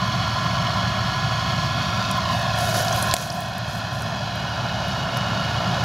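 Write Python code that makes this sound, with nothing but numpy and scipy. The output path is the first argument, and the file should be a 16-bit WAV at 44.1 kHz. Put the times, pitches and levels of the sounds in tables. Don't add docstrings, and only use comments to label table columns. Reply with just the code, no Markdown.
import sys
import numpy as np
from scipy import signal
from scipy.fft import rfft, irfft, next_fast_len
from scipy.io import wavfile
from scipy.ndimage import uniform_filter1d, map_coordinates

SR = 44100
rng = np.random.default_rng(int(sys.argv[2]) if len(sys.argv) > 2 else 0)


def inscribe(sig):
    pcm = np.round(np.clip(np.atleast_2d(sig).T, -1, 1) * 32767)
    wavfile.write(sys.argv[1], SR, pcm.astype(np.int16))


N = 257544

# (time [s], relative level [dB])
RUMBLE_LEVEL = [(0, -26.7), (2.1, -26), (2.6, -28), (3.4, -24.5), (5.8, -24.5)]
# (frequency [Hz], level [dB], pitch wander [Hz])
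ENGINE_TONES = [(43.5, -60, .4), (62.3, -49, 0.37), (76.5, -41, .3), (112.3, -33, 0.62),
                (128.7, -38.5, 0.66), (185.1, -43, 0.35), (1027.6, -44.5, 7), (1359, -44, 5.87),
                (1714, -51, 3.95)]
# (frequency [Hz], relative level [dB])
EXHAUST_SPECTRUM = [(20, -34), (42, -20.5), (65, -11), (100, 0), (135, 2), (190, -0.5), (250, -13),
                    (340, -20), (450, -14), (800, -36), (3000, -90)]
AUGER_SPECTRUM = [(250, -43), (450, -12.5), (580, -1), (720, 0), (1050, -2.5), (1400, 0), (1750, -6),
                  (2100, -17.5), (3000, -13), (8000, -80)]
GRAIN_SPECTRUM = [(800, -9.5), (2000, -7.5), (2600, -2.5), (3150, 0.5), (3700, -1), (4400, -1), (5400, -6),
                  (6600, -12), (7300, -17.5), (8200, -27.5), (10000, -25), (13000, -30), (15500, -36.5)]
HUSK_SPECTRUM = [(150, -7), (300, -10.5), (460, 3), (650, -1), (1100, -10), (1550, -2), (2400, -22),
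                 (4500, -9), (7000, -14), (10000, -51)]
RUSTLE_SPECTRUM = [(1000, -22), (2500, -16), (4500, 3), (6500, 6), (8300, -5), (10000, 1.5), (12300, -3),
                   (14000, -8), (16000, -15)]
RUSH_SPECTRUM = [(200, -31), (380, -9.5), (470, -11), (600, -2), (880, 0.5), (1250, -6.5), (1480, -9.5),
                 (1650, -13), (2000, -20), (2700, -38), (4000, -57)]
# (time [s], frequency [Hz], level [dB])
GEAR_MESH = [(0, 1667, -34.5), (1.6, 1685, -34), (2.2, 1677, -39.5), (3.4, 1661, -40), (5.8, 1664, -40.5)]
# (time [s], delay [ms], relative strength [0-1])
REFLECTION_PATH = [(0, .93, 0.51), (1.6, .92, 0.43), (2.1, 0.84, 0.33), (2.37, 1.1, 0.55),
                   (2.75, 1.325, 0.2), (3.05, 1.2, 0.38), (4.0, 1.207, 0.47), (5.3, 1.34, 0.18),
                   (5.84, 1.3, 0.14)]
# (frequency [Hz], gain [0-1])
REFLECTION_RESPONSE = [(150, 0.17), (600, 0.68), (1300, 0.8), (3200, 0.86), (7000, 0.41)]
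# (frequency [Hz], width [Hz], resting level [dB])
TUBE_RESONANCES = [(700, 93, -39), (1049, 66, -53), (2895, 91, -57)]
# (peak time [s], duration [s], frequency [Hz], level [dB])
TUBE_SWELLS = [(.6, 2.6, 1050, -37), (2.302, 0.42, 1050, -29.5), (2.676, 0.64, 700, -30),
               (3.08, 0.35, 1050, -33), (3.354, .3, 700, -29), (5.097, 1.1, 2900, -36.5)]
# (frequency [Hz], delay [ms])
MIC_COMB_DELAY = [(470, 2.13), (865, 2.31), (1240, 2.42), (1610, 2.48), (2010, 2.49), (2355, 2.548),
                  (3500, 2.57), (5060, 2.565), (7000, 2.54), (9100, 2.51), (10100, 2.48), (15000, 2.475)]
# (frequency [Hz], gain [0-1])
MIC_COMB_GAIN = [(200, 0.04), (460, 0.73), (850, 0.89), (1240, 0.37), (2000, 0.63), (2800, 0.52),
                 (4000, 0.32), (6500, 0.36), (8500, 0.4), (11500, 0.74), (15000, 0.9)]
# (frequency [Hz], side relative to mid [dB])
DIFFUSE_SHARE = [(30, -11), (70, -13), (125, -31), (280, -18), (600, -17), (1100, -20), (2200, -16.5),
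                 (3200, -26), (4500, -62)]
# (frequency [Hz], left minus right [dB])
BALANCE = [(60, -2), (125, -0.4), (250, -0.2), (600, -0.6), (1200, -2), (2200, -1), (4000, 0)]
# (time [s], crack energy [dB], centre frequency [Hz], bandwidth [octaves])
STALK_BREAKS = [(2.113, -9, 7800, 1.6), (2.176, -22, 11000, 1), (2.883, -2.5, 4570, 0.65),
                (2.927, -4.5, 6030, 0.36), (2.961, -12, 11000, .4), (3.026, -2, 6800, 1.4),
                (3.1126, 1, 4400, 0.65), (3.139, 12, 3620, 1.2), (3.1392, 10.5, 8800, 0.86),
                (3.1657, 4.5, 4600, 1.7), (3.3026, 1.5, 4770, .44), (3.326, -12.5, 10000, .4),
                (3.406, -10, 11900, 0.88), (3.582, -11.5, 8400, 0.96), (4.0215, -11.5, 8850, 1),
                (4.356, -20, 11100, .7), (4.883, -22, 11100, .6), (5.1715, -12.5, 9500, .8)]
# (start time [s], hold [s], relative level [dB])
STUBBLE_TREADS = [(2.31, .11, -53), (2.602, 0.14, -42), (2.75, .05, -38), (2.874, 0.21, -43.5),
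                  (3.164, 0.068, -39), (3.3, 0.13, -45.5), (3.697, .06, -47), (3.945, 0.057, -50)]


def amp(db):
    return 10 ** (np.asarray(db) / 20)


def unit(x):
    return x / np.sqrt(np.mean(x ** 2) + 1e-20)


def along(points, hz):
    f, v = np.transpose(points)
    return np.interp(np.log(hz + 1), np.log(f + 1), v)


def curves(rows):
    times, *columns = np.transpose(rows)
    return [np.interp(np.arange(N) / SR, times, column) for column in columns]


def wobble(rate):
    return map_coordinates(rng.standard_normal(int(N * rate / SR) + 4), [np.arange(N) * rate / SR])


def filtered(x, response):
    size = next_fast_len(N + 8192)
    return irfft(rfft(x, size) * response(np.fft.rfftfreq(size, 1 / SR)), size)[..., :N]


def coloured(x, spectrum):
    return unit(filtered(x, lambda hz: amp(along(spectrum, hz))))


def impacts(rate, spread_db):
    hits = rng.random(N) < rate / SR
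    return unit(hits * rng.standard_normal(N) * amp(spread_db * rng.uniform(-0.69, 1, N)))


def tone(hz):
    return np.sqrt(2) * np.sin(2 * np.pi * (np.cumsum(hz) / SR + rng.random()))


def diesel():
    rumble_db, = curves(RUMBLE_LEVEL)
    rumble = coloured(rng.standard_normal(N), EXHAUST_SPECTRUM) * amp(rumble_db - 2.5 + 0.83 * wobble(14))
    hums = sum(amp(db + 1.04 * wobble(4.96)) * tone(hz + wander * wobble(16))
               for hz, db, wander in ENGINE_TONES)
    return rumble + hums


def auger(level_db=-30):
    churn = impacts(rate=7000, spread_db=4) * amp(0.63 * wobble(35))
    return amp(level_db + 0.53 * wobble(2.83)) * coloured(churn, AUGER_SPECTRUM)


def grain(level_db=-32, flutter_hz=44.0, flutter_depth=0.031):
    flow = 1 + flutter_depth * tone(flutter_hz + wobble(3.8))
    shower = impacts(rate=12000, spread_db=1) * flow * amp(0.45 * wobble(12))
    return amp(level_db) * coloured(shower, GRAIN_SPECTRUM)


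def gear():
    hz, db = curves(GEAR_MESH)
    return amp(db + 1.44 * wobble(14)) * tone(hz + 2.3 * wobble(30))


def drifting_reflection(x):
    delay_ms, strength = curves(REFLECTION_PATH)
    reflected = filtered(x, lambda hz: along(REFLECTION_RESPONSE, hz))
    return x + strength * map_coordinates(reflected, [np.arange(N) - delay_ms * SR / 1000])


def tube_ring():
    out, t = np.zeros(N), np.arange(N) / SR
    for hz, width_hz, rest_db in TUBE_RESONANCES:
        swell_power = sum(amp(db) ** 2 * np.exp(-(2 * (t - peak) / duration) ** 2)
                          for peak, duration, swell_hz, db in TUBE_SWELLS if abs(swell_hz / hz - 1) < .2)
        ring = filtered(rng.standard_normal(N), lambda f: 1 / (1 + ((f - hz) / width_hz) ** 2) ** 2)
        out += np.sqrt(amp(rest_db) ** 2 + swell_power) * unit(ring)
    return out


def mic_notches(hz):
    return 1 - along(MIC_COMB_GAIN, hz) * np.exp(-2j * np.pi * hz * along(MIC_COMB_DELAY, hz) / 1000)


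def stereo(x):
    scatter = rng.standard_normal(SR // 10)
    diffuse = signal.fftconvolve(x, scatter / np.linalg.norm(scatter))[:N]
    side = filtered(diffuse, lambda hz: amp(along(DIFFUSE_SHARE, hz)))
    channels = np.array([x + side, x - side])
    return filtered(channels, lambda hz: amp(np.outer([.5, -.5], along(BALANCE, hz))))


def snaps(crack_t60=0.0018, splinter_db=-23, splinter_t60=0.031,
          thud_hz=720, thud_db=-18, thud_t60=0.0099):
    out, t = np.zeros(N + SR), np.arange(SR // 20) / SR
    thud = amp(thud_db - 60 * t / thud_t60) * np.sin(2 * np.pi * thud_hz * t)
    decay = amp(-60 * t / crack_t60) + amp(splinter_db - 60 * t / splinter_t60)
    for start, db, hz, octaves in STALK_BREAKS:
        band_hz = np.minimum(hz * 2 ** (octaves * np.array([-.5, .5])), SR / 2 - 1)
        burst = decay * rng.standard_normal(len(t))
        crack = signal.lfilter(*signal.butter(2, band_hz, "bandpass", fs=SR), burst)
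        out[round(start * SR):][:len(t)] += amp(db) * (crack / np.linalg.norm(crack) + thud)
    return out[:N]


def tread_load(attack_s=0.035, release_s=0.074):
    t = np.arange(N) / SR
    treads = [amp(db) * np.exp(np.minimum(t - start, 0) / attack_s
                               - np.maximum(t - start - hold, 0) / release_s)
              for start, hold, db in STUBBLE_TREADS]
    return np.max(treads, axis=0)


def fibres(rate, centre_hz, decay_cycles, spread_db):
    count, t = int(rate * N / SR), np.arange(160) / SR
    when, pitch, size = rng.random((count, 3)).T[:, :, None]
    hz = centre_hz * 2 ** (1.6 * (pitch - .5))
    cracks = amp(spread_db * size ** 3) * np.sin(2 * np.pi * hz * t) * np.exp(-hz * t / decay_cycles)
    samples = (when * N).astype(int) + np.arange(len(t))
    return unit(np.bincount(samples.ravel(), cracks.ravel(), N)[:N])


def straw(husk_db=-29, husk_exponent=1.3):
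    load = tread_load()
    husks = coloured(impacts(rate=3000, spread_db=4.5), HUSK_SPECTRUM) * amp(husk_db + 1.4 * wobble(60))
    rustle = coloured(impacts(rate=9000, spread_db=4), RUSTLE_SPECTRUM) * amp(3 + 1.2 * wobble(90))
    cracks = amp(2) * fibres(rate=420, centre_hz=7660, decay_cycles=2.1, spread_db=12)
    return (load / load.max()) ** husk_exponent * husks + load * (rustle + cracks)


def rush(start_s=3.22, rise_s=0.56, full_db=-31.5):
    rise = 1 - np.exp(-np.maximum(np.arange(N) / SR - start_s, 0) / rise_s)
    return rise * amp(full_db + 0.42 * wobble(13)) * coloured(rng.standard_normal(N), RUSH_SPECTRUM)


def scene():
    machines = drifting_reflection(diesel() + auger() + grain() + gear())
    stalks = snaps()
    notched = filtered(machines + straw() + stalks, mic_notches)
    field = stereo(notched + tube_ring() + rush())
    snap_side = amp(-24) * np.gradient(stalks)
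    return field + np.outer([1, -1], snap_side)


def record(dry, threshold_db=-8.5, recovery_db_per_s=2.5, clip_level=.85, cutoff_hz=15830):
    power = np.abs(uniform_filter1d(np.mean(dry ** 2, axis=0), size=SR // 1000))
    over_db = np.maximum(10 * np.log10(power + 1e-12) - threshold_db, 0)
    creep_db = recovery_db_per_s * np.arange(N) / SR
    cut_db = np.maximum.accumulate(over_db + creep_db) - creep_db
    clipped = np.clip(dry * amp(-cut_db), -clip_level, clip_level)
    return filtered(clipped, lambda hz: hz < cutoff_hz)


dry = scene()
out = record(dry)
inscribe(out)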